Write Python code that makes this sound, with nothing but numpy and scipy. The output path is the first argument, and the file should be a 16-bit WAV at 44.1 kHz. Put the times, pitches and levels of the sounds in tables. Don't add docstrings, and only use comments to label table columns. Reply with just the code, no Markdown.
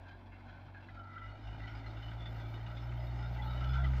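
import sys
import numpy as np
from scipy import signal
from scipy.io import wavfile
from scipy.ndimage import uniform_filter1d

SR = 44100
rng = np.random.default_rng(int(sys.argv[2]) if len(sys.argv) > 2 else 0)


def to_wav(s):
    ch = np.atleast_2d(s).T
    pcm = np.round(np.clip(ch, -1, 1) * 32767)
    wavfile.write(sys.argv[1], SR, pcm.astype(np.int16))


def magnitude_from_level(level_db):
    exponent = np.asarray(level_db, float) / 20
    return 10 ** exponent


N = 176400

# (time [s], firing rate [Hz], first order level [dB], second order level [dB])
ENGINE = [(0.0, 46.09, -60.7, -54.5), (0.4, 47.26, -59.9, -56.7), (0.8, 47.89, -62.6, -54.4),
          (1.12, 48.38, -61.5, -53.1), (1.4, 52.22, -53.4, -52.0), (1.6, 53.64, -48.7, -48.0),
          (1.95, 54.75, -48.9, -47.3), (2.2, 56.93, -47.2, -44.7), (2.55, 55.63, -49.5, -44.2),
          (2.9, 59.47, -44.5, -42.8), (3.15, 59.35, -41.6, -41.5), (3.4, 59.3, -40.1, -41.1),
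          (3.6, 61.27, -38.3, -40.7), (3.75, 64.92, -33.7, -36.7), (3.88, 65.66, -30.8, -35.3),
          (4.0, 62.5, -33.8, -38.6)]
# (time [s], level [dB])
NEAR = [(0, -62), (1.1, -62.5), (1.6, -59), (3.2, -57.5), (4, -56)]


def evened(x):
    return x / np.sqrt(np.mean(x ** 2) + 1e-20)


def read(points, hz):
    f, value = np.transpose(points)
    return np.interp(np.log(hz + 1), np.log(f + 1), value)


def along(points, column=1, t=None):
    rows = np.array(points, float)
    return np.interp(np.arange(N) / SR if t is None else t, rows[:, 0], rows[:, column])


def add(mix, start_s, sound):
    part = mix[round(start_s * SR):][:len(sound)]
    part += sound[:len(part)]


def drift(per_s):
    t = np.arange(0, N, 64) / SR
    rates_hz = np.geomspace(per_s / 12, per_s, 16)
    slow = sum(np.sin(2 * np.pi * (f * t + rng.random())) / np.sqrt(f) for f in rates_hz)
    return np.interp(np.arange(N) / SR, t, evened(slow))


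def resonate(x, hz, width_hz):
    turn = np.exp(2j * np.pi * hz * np.arange(len(x)) / SR)
    r = np.exp(-np.pi * width_hz / SR)
    return 2 * (turn * signal.lfilter([1 - r], [1, -r], x / turn)).real


def noise(spectrum, patch_db, flicker_db, tilt_db=0., thin_db=0., count=8):
    frames, hz = N // 256 + 5, np.fft.rfftfreq(1024, 1 / SR)[:, None]
    a, b, patches = rng.standard_normal((frames, 513, 3)).T
    patches = uniform_filter1d(patches, size=count, axis=0)
    patches = evened(uniform_filter1d(patches, size=12, axis=1))
    flicker = evened(uniform_filter1d(rng.standard_normal(frames), size=5))
    field_db = read(spectrum, hz) + patch_db * patches
    field_db = field_db + (flicker_db * flicker + tilt_db) * np.log2(1 + hz / 1000)
    field_db = field_db + thin_db * (hz < 260)
    inside = hz >= .6 * spectrum[0][0]
    return evened(signal.istft((a + 1j * b) * magnitude_from_level(field_db) * inside, nperseg=1024, noverlap=768)[1][:N])


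def hiss():
    # (frequency [Hz], density [dB per Hz])
    air = [(10800, -26), (11300, -0.5), (12200, 3), (14000, 7), (15600, -2.5)]
    # (time [s], level [dB])
    swell = [(0, -104), (1.38, -104), (1.45, -95), (2.15, -87.5), (2.23, -94.5), (2.3, -85.5), (2.9, -86),
             (2.94, -83.5), (3.22, -84), (3.3, -80), (4, -83.5)]
    step_s, step_db, mic_db = .04, 2.3, -92
    steps = np.repeat(rng.standard_normal(400), round(step_s * SR))[:N]
    level_db = along(swell) + step_db * uniform_filter1d(steps, size=200)
    floor = magnitude_from_level(mic_db) * rng.standard_normal(N)
    return magnitude_from_level(level_db) * noise(air, 2.2, 0.087) + floor


def rattles(turns):
    # (start [s], length [s], panel resonance [Hz], level [dB])
    bursts = [(0.028, 0.15, 1606, -61.5), (0.905, 0.24, 1354, -55), (1.09, 0.3, 1342, -55),
              (1.038, .32, 1996, -60.5), (1.585, 0.13, 1970, -57.5), (1.613, 0.18, 1430, -59.5),
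              (1.83, 0.053, 2030, -59), (2.007, 0.13, 2990, -63), (2.172, 0.15, 3497, -63),
              (2.39, .1, 3400, -68.5), (3.175, 0.11, 856, -56), (3.194, 0.09, 1410, -54.5),
              (3.36, .16, 875, -50), (3.38, 0.038, 2013, -53), (3.422, 0.17, 1325, -54),
              (3.527, 0.079, 1966, -62), (3.617, 0.099, 1340, -50.5), (3.69, 0.15, 1390, -46),
              (3.775, 0.089, 695, -51.5), (3.834, 0.028, 1980, -48), (3.836, 0.061, 1285, -51),
              (3.6, 0.048, 1323, -52.5), (3.42, 0.24, 3740, -65), (3.63, .25, 3430, -62),
              (3.52, .2, 2960, -65), (1.74, 0.056, 4930, -74), (1.67, 0.061, 5520, -75),
              (1.4, .1, 5080, -79), (1.16, 0.24, 2900, -71.5), (1.43, 0.12, 2950, -68),
              (2.79, .08, 5220, -73), (2.98, 0.1, 5000, -73), (3.14, .17, 5100, -72),
              (3.66, .12, 5020, -68.5), (3.42, 0.095, 4170, -68), (.45, .15, 1500, -63.5),
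              (.73, 0.078, 1650, -60), (3.73, .1, 1500, -50.5), (0.308, 0.068, 2680, -68.5),
              (.31, .07, 2100, -68), (.8, .08, 2680, -71), (2.39, 0.14, 2300, -65.5),
              (2.66, 0.094, 1350, -59), (2.53, 0.054, 3650, -64), (2.76, 0.046, 3680, -65),
              (2.99, 0.08, 2000, -62), (1.28, .1, 4400, -77), (2.97, 0.13, 630, -56),
              (3.433, 0.26, 576, -59), (1.16, 0.025, 1370, -49.5)]
    width_hz, wide_above_hz, throb = 82, 2600, .65
    steady = .35
    out = np.zeros(N)
    gate = 1 + throb * np.cos(2 * np.pi * turns + 0.52 * drift(20))
    shake = gate * rng.standard_normal(N)
    for start_s, length_s, hz, db in bursts:
        part = shake[round(start_s * SR):][:round(length_s * SR)]
        panel_width_hz = width_hz * max(1, hz / wide_above_hz)
        ring = resonate(resonate(part, hz, panel_width_hz), hz, panel_width_hz)
        ring = ring / (abs(signal.hilbert(ring)) + 1e-9) ** steady
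        swell = np.sin(np.linspace(0, np.pi, len(part))) ** 0.71
        add(out, start_s, magnitude_from_level(db) * evened(ring) * swell)
    return out


def decay(t60_s, attack_s):
    t = np.arange(6000) / SR
    return magnitude_from_level(-60 * t / t60_s) * np.minimum(t / attack_s, 1)


def struck(hz, t60_s, spread):
    t = np.arange(6000) / SR
    modes = rng.uniform(-0.923, 1, (3, 2))
    trio = sum(np.sin(2 * np.pi * (hz * (1 + spread * d) * t + p)) for d, p in modes)
    return trio * decay(t60_s, 0.0037) / 2


def chains():
    # (time [s], peak level [dB], ring [Hz], ring level re peak [dB])
    clinks = [(0.0836, -55, 3110, -9), (0.3182, -59, 2700, -11), (0.825, -57, 2660, -11),
              (0.8884, -56, 2540, -11), (0.9911, -61, 2980, -9.5), (1.18, -55, 3150, -8),
              (1.279, -56.5, 2850, -9), (1.4351, -57, 3030, -10), (1.4706, -53, 2790, -9),
              (1.5264, -57, 2990, -8), (1.6008, -56.5, 2740, -8), (1.6748, -48, 2940, -9.5),
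              (1.7489, -54, 4930, -10), (1.859, -49, 4140, -8), (1.9001, -55.5, 3660, -10),
              (1.9689, -51.5, 2760, -9), (2.0258, -49, 2980, -8), (2.0798, -50.5, 2950, -10),
              (2.1116, -50.5, 3410, -9), (2.2009, -53, 3420, -9), (2.2553, -43.5, 3483, -9),
              (2.3426, -53, 2770, -9), (2.396, -50, 3650, -8.5), (2.5376, -49, 2940, -8),
              (2.609, -57, 3020, -9), (2.6618, -47.5, 2910, -9), (2.7681, -48.5, 3420, -8),
              (2.8868, -53, 3070, -9.5), (2.9701, -55, 3140, -9), (3.0001, -56, 5000, -11),
              (3.0669, -53, 3700, -9), (3.1867, -53, 2920, -10), (3.2236, -50.5, 3660, -9),
              (3.255, -52, 3680, -10), (3.4201, -47, 3430, -6), (3.47, -48.5, 3020, -10),
              (3.5039, -49, 3800, -8), (3.5728, -46.5, 2960, -8.5), (3.6024, -48.5, 2870, -9),
              (3.6378, -44, 3020, -9.5), (3.686, -48.5, 3470, -9), (3.7329, -42.5, 3010, -8),
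              (3.8388, -43.5, 3080, -9), (3.899, -55, 2530, -9), (3.9464, -55, 2560, -10)]
    # (time [s], peak level [dB])
    knocks = [(0.0697, -49), (0.319, -39.5), (0.405, -44), (0.48, -42), (0.57, -47), (0.68, -45),
              (0.7444, -41.5), (0.823, -42), (0.8847, -41), (1.175, -41), (1.5459, -45), (1.6732, -34),
              (2.115, -39), (2.9174, -36.5), (3.237, -43), (3.3575, -39), (3.62, -37), (3.933, -36)]
    # (frequency [Hz], density [dB per Hz])
    link = [(760, -25), (1300, -6), (2640, -14.5), (3520, -15), (5100, -25), (6000, -34.5), (8000, -56),
            (10400, -101.5)]
    # (frequency [Hz], density [dB per Hz])
    crunch = [(700, -5), (1400, 19), (2700, 6.5), (4000, -28.5), (8000, -80.5)]
    clink_t60_s, scrape_db, knock_db = 0.13, -8, -14.5
    jingle_per_s, jingle_db = 80, -9
    scrape_decay, knock_decay = decay(0.15, 0.005), decay(0.094, 0.004)

    rings, scrape_gain, crunch_gain = np.zeros(N), np.zeros(N), np.zeros(N)
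    for s, db, hz, ring_db in clinks:
        add(rings, s, magnitude_from_level(db + ring_db + 2.0) * struck(hz, clink_t60_s, 0.02))
        add(scrape_gain, s, magnitude_from_level(db + scrape_db) * scrape_decay)
    for s, db in knocks:
        add(crunch_gain, s, magnitude_from_level(db + knock_db) * knock_decay)
    scrapes = scrape_gain * noise(link, 4, 0.44, count=5)
    crunches = crunch_gain * noise(crunch, 4.0, 0.8)

    hits = magnitude_from_level(4.0 * np.minimum(rng.exponential(1, N), 2)) * (rng.random(N) < jingle_per_s / SR)
    loose = signal.oaconvolve(hits, decay(0.15, .004))[:N]
    jingle = evened(loose * noise(link, 3, 0.15, count=4))
    return rings + scrapes + crunches + magnitude_from_level(along(NEAR) + jingle_db) * jingle


def roar(turns):
    # (frequency [Hz], density [dB per Hz])
    body_spectrum = [(120, -30), (200, -2), (443, -2.5), (812, -3.5), (1120, -6), (3570, -19.5),
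                     (5200, -26), (6200, -35), (9000, -49), (11700, -87)]
    # (frequency [Hz], density [dB per Hz])
    rumble_spectrum = [(15, -14), (40, -7), (120, 16.5), (250, -16.5), (400, -46)]
    roar_db, patch_db, flicker_db, throb = 1.5, 1.27, 0.56, 0.15
    dull_per_db, thin_per_db = -0.5247, -0.68
    rumble_db, rumble_share = -61, .5
    near_db = along(NEAR)
    far_db = near_db.max() - along(NEAR, t=np.arange(N // 256 + 5) * 256 / SR)
    body = noise(body_spectrum, patch_db, flicker_db, dull_per_db * far_db, thin_per_db * far_db)
    body = body * (1 + throb * np.cos(2 * np.pi * turns))
    rumble_gain = magnitude_from_level(rumble_db + rumble_share * (along(ENGINE, column=3) + 45))
    return magnitude_from_level(near_db + roar_db) * body, rumble_gain * noise(rumble_spectrum, 1.5, 0)


def snow_echo(x):
    # (centre [Hz], width [Hz], depth [dB])
    dips = [(465, 65, -12), (1120, 80, -11), (1770, 70, -10), (2640, 105, -9), (3330, 110, -8),
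            (4050, 110, -9), (4720, 120, -9), (5400, 100, -8), (5950, 100, -5)]
    # (time [s], frequency stretch [ratio])
    dip_shift = [(0, 1.1), (.8, 1.1), (1.05, 1), (2, .985), (4, .98)]
    hz, t, z = signal.stft(x, SR, nperseg=1024, noverlap=768)
    shift = along(dip_shift, t=t)
    gain_db = 4.0
    for k, (f, width_hz, db) in enumerate(dips):
        centre_hz = f * (shift if k else np.ones_like(t))
        gain_db = gain_db + db * np.exp(-.5 * ((hz[:, None] - centre_hz) / width_hz) ** 2)
    return signal.istft(z * magnitude_from_level(gain_db), SR, nperseg=1024, noverlap=768)[1][:N]


def exhaust(turns):
    # (frequency [Hz], level re nearness [dB])
    pipe = [(140, -8.5), (165, -9.5), (180, -2.5), (193, 1), (225, -6), (268, -6), (300, -16), (450, -21.5)]
    # (time [s], boost [dB])
    surges = [(.33, 2.5), (.52, 2.5), (.97, 6.5), (1.29, 7.5), (1.5, 4), (2.3, 1.5)]
    # (time [s], image level [dB])
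    mirror = [(0, -71), (.8, -76), (1.4, -59), (3.3, -62), (3.9, -56)]
    # (firing multiple, block multiple, phase [rad], level re mirror [dB], loss after 2 s [dB per s])
    images = [(-1, 1, 1.5, 0, 0), (2, -1, -1.4, -7, 0), (3, -1, -2.4, -3, 8), (0, 1, -1.8, -3, 5)]
    block_hz, surge_s = 100, 0.044
    low_wobble_db, upper_wobble_db = .4, 3.0
    half_db, fourth_db = -28.5, -13.5
    hz, t = along(ENGINE, column=1), np.arange(N) / SR
    phase = 2 * np.pi * turns

    surge_db = sum(db * np.exp(-.5 * ((t - s) / surge_s) ** 2) for s, db in surges)
    first = magnitude_from_level(along(ENGINE, column=2) + surge_db + low_wobble_db * drift(14))
    second = magnitude_from_level(along(ENGINE, column=3) + 0.46 * surge_db + 2 * low_wobble_db * drift(20))
    out = first * np.cos(phase + np.linspace(3.4, 2.35, N)) + second * np.cos(2 * phase - .8)
    for k in range(3, 8):
        level_db = along(NEAR) + read(pipe, k * hz) + fourth_db * (k == 4) + upper_wobble_db * drift(14)
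        out += magnitude_from_level(level_db) * np.cos(k * phase + 1.23 * drift(9))
    for k in range(1, 6, 2):
        out += second * magnitude_from_level(half_db + upper_wobble_db * drift(6.6)) * np.cos(k / 2 * phase + .7)
    for k, m, rad, db, fade_db_per_s in images:
        level_db = along(mirror) + db - fade_db_per_s * np.maximum(t - 2, 0)
        out += magnitude_from_level(level_db) * np.cos(k * phase + 2 * np.pi * m * block_hz * t + rad)
    return np.sqrt(2) * out


def scene():
    turns = np.cumsum(along(ENGINE, column=1)) / SR
    body, rumble = roar(turns)
    echoed = snow_echo(body + chains())
    return (hiss() + rattles(turns) + echoed + rumble + exhaust(turns))[None]


def top_cut(x):
    return signal.sosfilt(signal.butter(12, 15690, fs=SR, output="sos"), x)


def record(dry):
    taps = signal.firwin(511, 15700, window=("kaiser", 9), fs=SR)
    mix = signal.oaconvolve(dry, taps[None], "same")
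    return top_cut(mix)


dry = scene()
out = record(dry)
to_wav(out)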